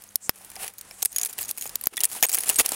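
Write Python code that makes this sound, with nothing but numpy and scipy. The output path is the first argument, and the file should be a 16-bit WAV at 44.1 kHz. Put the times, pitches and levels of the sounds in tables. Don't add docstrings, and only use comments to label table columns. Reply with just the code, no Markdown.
import sys
import numpy as np
from scipy import signal
from scipy.fft import rfft, irfft, next_fast_len
from scipy.io import wavfile
from scipy.ndimage import uniform_filter1d, minimum_filter1d, map_coordinates

SR = 44100
rng = np.random.default_rng(int(sys.argv[2]) if len(sys.argv) > 2 else 0)


def gain_from_db(level_db):
    decades = np.asarray(level_db, float) / 20
    return 10 ** decades


def file_out(sig):
    cols = np.atleast_2d(sig).T
    lim = np.clip(cols, -1, 1)
    pcm = np.round(lim * 32767).astype(np.int16)
    wavfile.write(sys.argv[1], SR, pcm)


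N = 121275
CLICK_T = np.arange(2048) / SR


def unit(x):
    return x / np.sqrt(np.mean(x ** 2, axis=-1, keepdims=True) + 1e-20)


def peak(x):
    return x / np.abs(x).max(axis=-1, keepdims=True)


def along(points, hz):
    f, v = np.transpose(points)
    return np.interp(np.log(hz + 1), np.log(f + 1), v)


def filtered(x, response):
    n = x.shape[-1]
    m = next_fast_len(n + 4096)
    return irfft(rfft(x, m) * response(np.fft.rfftfreq(m, 1 / SR)), m)[..., :n]


def high_pass(f, hz):
    return 1j * f / (hz + 1j * f)


def resonant(peaks):
    def response(f):
        total = 0
        for k, (centre, width, db) in enumerate(peaks):
            damping = 1j * f * width
            total = total + (-1) ** k * gain_from_db(db) * damping / (centre * centre - f * f + damping)
        return total
    return response


def ringing(modes, count, t):
    draw = rng.standard_normal((count, len(modes), 2))
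    hz, db, t60 = np.transpose(modes)[..., None]
    decay = gain_from_db(db + 2.85 * draw[..., :1] - 60 * t / t60)
    tone = np.sin(2 * np.pi * hz * t * (1 + 0.0031 * draw[..., 1:]))
    return (decay * tone).sum(axis=1)


def wobble(rate):
    return map_coordinates(rng.standard_normal(int(N * rate / SR) + 4), [np.arange(N) * rate / SR])


def placed(times, rows):
    at = np.round(times * SR).astype(int)[:, None] + np.arange(rows.shape[1])
    return np.bincount(at.ravel(), rows.ravel(), N + SR)[:N]


def slips(count, t):
    slip_t60_s, rebound_s = .0095, .002
    rattle_db, rattle_t60_s = -25, 0.055
    back = rebound_s * (.5 + rng.random((count, 1)))

    def fall(u):
        return (u >= 0) * gain_from_db(-60 * np.abs(u) / slip_t60_s)

    noise = rng.standard_normal((count, len(t)))
    spiky = noise * np.sqrt(np.abs(noise))
    rattle = gain_from_db(rattle_db - 60 * t / rattle_t60_s)
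    return spiky * (fall(t) + 0.44 * fall(t - back) + rattle) + 6 * (t == 0)


# (frequency [Hz], level [dB])
BRIGHT_COLOUR = [(3000, -6), (5000, -2), (7000, -1), (10000, 8.5), (13500, -1.5), (15800, -2.5)]
SNAP_LOW_HZ, TICK_LOW_HZ, FAINT_LOW_HZ = 2640, 5400, 5500


def clip_ring(count, t, low_hz=SNAP_LOW_HZ):
    clip_t60_s, modes = .004, 20
    draw = rng.random((count, modes, 3))
    hz = 4000 + 12200 * draw[..., :1]
    t60 = clip_t60_s * (.5 + draw[..., 2:])
    short = t[:512]
    decay = gain_from_db(along(BRIGHT_COLOUR, hz) + 10 * draw[..., 1:2] - 60 * short / t60)
    ring = (decay * np.sin(2 * np.pi * hz * short)).sum(axis=1)
    struck = signal.fftconvolve(slips(count, t), ring, axes=1)[:, :len(t)]
    return peak(filtered(struck, lambda f: high_pass(f, low_hz) ** 2))


# (frequency [Hz], width [Hz], level [dB])
CAP_TONES = [(1896, 680, -4), (2465, 440, 1.5), (3000, 1300, -5)]


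def cap_tone(jolt):
    return peak(filtered(jolt, lambda f: resonant(CAP_TONES)(f) ** 2))


# (frequency [Hz], width [Hz], level [dB])
CASE_TONES = [(160, 750, -12.5), (450, 130, -.5), (745, 140, 0), (1134, 680, -5.5)]


def case_knock(jolt):
    return peak(filtered(jolt, lambda f: resonant(CASE_TONES)(f) * high_pass(f, 200) / (1 + 1j * f / 1500)))


# (time [s], peak level [dB], cap tone [dB], case knock [dB])
EARLY_SNAPS = [(0.5164, -27, -17, -3), (0.556, -21, -21, -20), (0.5636, -24, -16, -2),
               (0.679, -12.5, -18.5, -43), (0.9103, -30, -12, 1.5), (1.0272, -2, -39, -12.5),
               (1.0568, 0, -29, -23.5), (1.1837, -6, -29, -41), (1.2326, -6.5, -35, -26),
               (1.2492, -7, -41, -29), (1.2585, -10.5, -28, -17), (1.3817, -17, -18, -6),
               (1.3868, -9.5, -17, -12.5), (1.4919, -13, -21, -43), (1.5755, -17.5, -20, -8.5),
               (1.6227, -12, -23, -46), (1.6558, -18.5, -17.5, 1.5), (1.9693, -10, -24, -22),
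               (1.9765, -12, -15, -9.5), (2.0053, -5.5, -31, -53), (2.011, -9.5, -31, -16)]
LATE_SNAPS = [(2.0357, 0, -31, -19), (2.0439, -2, -25, -36), (2.1157, -15.5, -25, -27),
              (2.1501, -19, -23, -6), (2.2268, 3.5, -22, -4.5), (2.2338, 1.5, -15, -26),
              (2.243, -22, -18, -25), (2.3776, -20.5, -6, 5), (2.4353, -12, -18, -11),
              (2.4976, 1.5, -30, -9), (2.591, -10.5, -9, -21), (2.5965, 3, -15.5, -8),
              (2.6609, -2.5, -38, -33), (2.7194, -6, -39, -0.5)]
# (time [s], peak level [dB])
EARLY_TICKS = [(0.021, -25.5), (0.0386, -26.5), (0.5014, -23), (0.7374, -26.5), (0.8114, -20.5),
               (1.022, -11), (1.05, -5), (1.1185, -29), (1.2652, -11.5), (1.2721, -20), (1.3289, -21.5),
               (1.41, -17), (1.4198, -13), (1.429, -11.5), (1.4563, -20), (1.5814, -10.5), (1.597, -28),
               (1.639, -44), (1.675, -19), (1.694, -18), (1.8118, -12.5), (1.8387, -13)]
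LATE_TICKS = [(2.0399, -33), (2.042, -2.5), (2.0531, -5), (2.2868, -12), (2.2942, -5), (2.317, -7.5),
              (2.3291, -8), (2.3353, -8), (2.3461, -1.5), (2.3519, -2), (2.362, -27), (2.386, -5),
              (2.4062, -11), (2.4605, -20), (2.4837, -8), (2.492, -0.5), (2.5024, -3), (2.527, -18),
              (2.6505, -22), (2.6556, -17), (2.6904, -6)]
# (time [s], peak level [dB])
LEAD_SLIP = [
    (1.857, -16),
]


def snaps():
    snap_db, cap_gain_db, case_gain_db = -1, 2, -14.5
    tick_cap_db, tick_case_db = -28.5, -21
    full = EARLY_SNAPS + LATE_SNAPS
    ticks = [(s, db, tick_cap_db, tick_case_db) for s, db in EARLY_TICKS + LATE_TICKS + LEAD_SLIP]
    s, db, cap_db, case_db = np.transpose(full + ticks)[..., None]
    count = len(s)
    jolt = slips(count, CLICK_T)
    low_hz = np.where(np.arange(count) < len(full), SNAP_LOW_HZ, TICK_LOW_HZ)[:, None]
    sound = clip_ring(count, CLICK_T, low_hz)
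    sound = sound + gain_from_db(cap_db + cap_gain_db) * cap_tone(jolt)
    sound = sound + gain_from_db(case_db + case_gain_db) * case_knock(jolt)
    return placed(s[:, 0], gain_from_db(db + snap_db) * sound)


# (time [s], peak level [dB], air push [dB])
FREE_POPS = [
    (0.1573, 0.5, -70),
    (0.2939, -2.5, -2),
    (1.512, -6, -55),
    (1.757, -4.5, -19.5),
    (1.8705, 1.5, -14),
]
# (frequency [Hz], level [dB], t60 [s])
FREE_CAP_MODES = [(4600, 30, 0.0007), (6680, 2.5, 0.0087), (9570, 18, 0.0046), (10200, -6.5, 0.01),
                  (11830, 7, 0.0049), (14000, 20, 0.0078)]


def pops():
    push_s = .00009
    s, db, push_db = np.transpose(FREE_POPS)[..., None]
    t, count = CLICK_T, len(s)
    push = np.exp(-((t - 3 * push_s) / push_s) ** 2)
    puff = rng.standard_normal((count, len(t))) * gain_from_db(-60 * t / 0.043)
    spray = .2 * clip_ring(count, t) + 0.052 * gain_from_db(push_db) * puff
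    blow = peak(filtered(ringing(FREE_CAP_MODES, count, t), lambda f: high_pass(f, 3200) ** 4))
    return placed(s[:, 0], gain_from_db(db) * (blow + gain_from_db(push_db) * push + spray))


# (time [s], peak level [dB])
HOOK_BLOWS = [(0.7888, -25.5), (1.1284, -23), (1.1475, -29), (1.162, -4), (1.1964, -17.5), (1.2142, -7.5),
              (1.294, -43), (1.437, -20), (1.4493, -19.5), (1.4822, -23), (1.5529, -40), (1.6112, -12.5),
              (1.6644, -21), (2.307, -23), (2.5436, -17), (2.5872, 0)]
# (frequency [Hz], level [dB], t60 [s])
STEEL_MODES = [(5160, -20, .015), (6720, 0, .028), (8300, -15, .02), (13700, -2, .018)]
# (time [s], peak level [dB])
WIRE_BLOWS = [
    (2.2661, -14),
    (2.5587, -10.5),
    (2.5639, -10.5),
]
# (frequency [Hz], level [dB], t60 [s])
WIRE_MODES = [(8530, 17, 0.031), (11900, -25, .01)]


def hooks(hits, modes):
    hook_db, steel_share, cap_share = -3.5, .6, 0.039
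    s, db = np.transpose(hits)[..., None]
    t, count = CLICK_T, len(s)
    sung = signal.fftconvolve(slips(count, t), ringing(modes, count, t), axes=1)
    steel = peak(sung[:, :len(t)])
    cap = cap_tone(slips(count, t))
    return placed(s[:, 0], gain_from_db(db + hook_db) * (steel_share * steel + clip_ring(count, t) + cap_share * cap))


# (time [s], peak level [dB])
SMALL_TICKS = [(0.076, -41), (0.0897, -40), (0.1431, -42), (0.3584, -31), (0.386, -33), (0.423, -39),
               (0.4476, -30), (0.457, -30), (0.536, -31), (0.646, -28), (0.6658, -22), (0.783, -23),
               (1.308, -28), (1.334, -26), (1.96, -25), (1.991, -19), (2.025, -40), (2.06, -32),
               (2.208, -23), (2.298, -15.5), (2.3385, -7), (2.37, -12)]
# (time [s], peak level [dB], frequency [Hz], t60 [s])
PART_RINGS = [(0.0897, -32.5, 6500, 0.0087), (0.1584, -11.5, 5540, 0.0053), (0.294, -4, 5200, 0.0052),
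              (0.2941, -2, 11950, 0.0045), (0.409, -44.5, 770, 0.038), (0.493, -47, 3500, .01),
              (0.564, -27.5, 5040, 0.011), (0.568, -37, 778, 0.054), (0.91, -39.5, 2350, 0.033),
              (0.9103, -30.5, 5330, 0.016), (1.121, -27.5, 8900, 0.013), (1.185, -26, 5170, 0.026),
              (1.296, -29.5, 7240, 0.028), (1.7552, -9.5, 7700, 0.0049), (1.925, -43, 394, 0.037),
              (1.945, -42, 324, 0.037), (1.9695, -22.5, 3800, 0.014), (1.977, -24, 3450, 0.036),
              (1.977, -30, 1930, 0.052), (1.977, -14.5, 9400, 0.0085), (2.007, -23, 2910, 0.016),
              (2.0528, -6.5, 8950, 0.013), (2.151, -32.5, 980, .03), (2.187, -31, 3240, 0.0088),
              (2.317, -30, 8300, .04), (2.323, -28, 6720, .04), (2.34, -25.5, 3280, 0.016),
              (2.435, -28, 2950, 0.014), (2.497, -14.5, 2830, 0.016), (2.598, -25, 443, 0.056),
              (1.026, -10, 6300, 0.01), (1.058, -45, 114, 0.037), (1.412, -19, 14000, 0.029),
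              (1.622, -29, 6900, 0.028), (1.663, -25, 13700, .02), (1.84, -42, 1020, 0.059),
              (2.035, -42, 90, 0.056), (2.042, -33, 6750, 0.053), (2.205, -47, 376, 0.021),
              (2.345, -29, 6700, 0.033), (2.469, -20, 7300, 0.014), (2.528, -29, 6720, 0.032)]


def small_parts():
    rise_s = 0.00034
    t = CLICK_T
    s, db = np.transpose(SMALL_TICKS)[..., None]
    ticks = clip_ring(len(s), t, FAINT_LOW_HZ)
    at, ring_db, hz, t60 = np.transpose(PART_RINGS)[..., None]
    shiver = np.cumsum(rng.standard_normal((len(at), len(t))), axis=1) * 0.038
    swell = gain_from_db(ring_db - 60 * t / t60) * (1 - np.exp(-t / rise_s))
    rings = swell * np.sin(2 * np.pi * hz * t + shiver)
    return placed(s[:, 0], gain_from_db(db) * ticks) + placed(at[:, 0], rings)


def grit():
    grains_per_s, spread_db, hiss_share = 3000, 3.2, 1.1
    size_db = np.minimum(spread_db * rng.exponential(size=N), 13)
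    ticks = (rng.random(N) < grains_per_s / SR) * gain_from_db(size_db) * rng.uniform(-1.04, 1, N)
    return unit(ticks) + hiss_share * rng.standard_normal(N)


# (start [s], length [s], level [dB], dullness [dB])
NAIL_STROKES = [(0.293, 0.22, -54, -1.5), (0.533, 0.2, -40.5, 3), (0.604, 0.054, -36, 0.5),
                (1.13, 0.18, -56.5, 10.5), (1.269, 0.056, -45.5, 1.5), (1.323, 0.021, -40, -14),
                (1.965, 0.13, -51, 14), (1.367, 0.074, -36, -9), (1.469, 0.059, -36.5, -21),
                (1.542, 0.19, -46, -33), (1.926, 0.028, -57.5, 15), (2.07, 0.12, -38, -9.5),
                (2.221, 0.043, -24, 3.5), (2.236, 0.29, -41.5, -0.5), (2.451, 0.096, -33.5, 2),
                (2.576, 0.05, -19, 0), (2.593, 0.13, -46, 4.5)]
# (time [s], level [dB])
HAND_RUSTLE = [
    (0, -55.5),
    (.75, -59),
    (1.2, -44),
    (1.35, -51),
    (1.75, -46.5),
    (1.95, -52.5),
    (2.2, -41),
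    (2.75, -27),
]


def scrapes(duck):
    uneven_db = 2.1
    t = np.arange(N) / SR
    strokes, dull_strokes = 0, 0
    for start, span, db, dull_db in NAIL_STROKES:
        stroke = np.sin(np.pi * np.clip((t - start) / span, 0, 1)) ** 2 * gain_from_db(db)
        strokes = strokes + stroke
        dull_strokes = dull_strokes + stroke * gain_from_db(dull_db - 8.0)
    s, rustle_db = np.transpose(HAND_RUSTLE)
    rustle = duck * gain_from_db(np.interp(t, s, rustle_db) - 1)
    uneven = gain_from_db(uneven_db * (wobble(70) + wobble(200)))

    bright = unit(filtered(grit(), lambda f: gain_from_db(along(BRIGHT_COLOUR, f))))
    steel = [(hz, np.log(1000) / (np.pi * t60), db) for hz, db, t60 in STEEL_MODES]
    singing = .55 * gain_from_db(2 * uneven_db * wobble(24.91)) * unit(filtered(grit() ** 3, resonant(steel)))
    bare = t > 1

    def body(f):
        return (resonant(CAP_TONES)(f) + 1.33 * resonant(CASE_TONES)(f)) * f ** 2 / (f ** 2 + 300 ** 2)

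    dull = unit(filtered(grit(), body))
    dull_drive = gain_from_db(uneven_db * wobble(50)) * (dull_strokes + gain_from_db(-10.5) * rustle)
    return uneven * ((strokes + rustle) * bright + bare * strokes * singing + dull_drive * dull)


# (start [s], length [s], level [dB], centre [Hz])
SKIN_SLIDES = [
    (0.208, 0.082, -41.5, 7500),
    (0.335, 0.37, -58, 10600),
    (0.848, 0.33, -49.5, 8000),
]


def slides():
    t = np.arange(N) / SR
    total = 0
    for start, span, db, hz in SKIN_SLIDES:
        band = resonant([(hz, .35 * hz, 0)])
        hiss = unit(filtered(rng.standard_normal(N), lambda f: band(f) ** 2))
        swell = np.sin(np.pi * np.clip((t - start) / span, 0, 1) ** 1.17)
        total = total + gain_from_db(db) * swell * hiss
    return total


def ducking(loud):
    from_db, ratio, hold_s, release_s = -27, .85, .035, .03
    level_db = 10 * np.log10(np.abs(uniform_filter1d(loud ** 2, size=256)) + 1e-12)
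    hold = round(hold_s * SR)
    need_db = np.pad(-ratio * np.maximum(level_db - from_db, 0), (hold // 2 + 150, 0))[:N]
    held_db = minimum_filter1d(need_db, hold)
    fade = np.exp(-1 / (release_s * SR))
    released_db = signal.lfilter([1 - fade], [1, -fade], held_db)
    return gain_from_db(uniform_filter1d(np.minimum(held_db, released_db), size=256))


# (frequency [Hz], level [dB per Hz])
AIR_COLOUR = [(18, -53), (30, 10.5), (194, 4), (449, 4.5), (760, 5), (1760, 4.5), (3870, -3), (9970, 2),
              (16000, -45)]
# (time [s], frequency [Hz])
ENGINE_HZ = [(0, 104.3), (.5, 95.3), (1.102, 98.8), (1.65, 112.2), (2.75, 109.2)]
# (multiple, level [dB])
ENGINE_HARMONICS = [(1, -72), (2, -69.5)]


def outdoors():
    air = unit(filtered(rng.standard_normal(N), lambda f: gain_from_db(along(AIR_COLOUR, f))))
    total = gain_from_db(-56.5 + 3.9 * wobble(7.0)) * air
    s, hz = np.transpose(ENGINE_HZ)
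    pitch = np.interp(np.arange(N) / SR, s, hz) + 1.57 * wobble(10.0)
    turn = 2 * np.pi * np.cumsum(pitch) / SR
    for multiple, db in ENGINE_HARMONICS:
        total = total + np.sqrt(2) * gain_from_db(db + 2.8 * wobble(9.6)) * np.sin(multiple * turn)
    return total


def scene():
    clicks = snaps() + pops() + hooks(HOOK_BLOWS, STEEL_MODES) + hooks(WIRE_BLOWS, WIRE_MODES)
    duck = ducking(clicks)
    return (clicks + small_parts() + scrapes(duck) + slides() + duck * outdoors())[None]


def roll_off(x):
    return signal.sosfilt(signal.butter(12, 16830, fs=SR, output="sos"), x)


def record(dry):
    top_hz = 15950
    heard = filtered(np.clip(dry, -1, 1), lambda f: 1 / (1 + (f / top_hz) ** 80))
    return roll_off(heard)


dry = scene()
out = record(dry)
file_out(out)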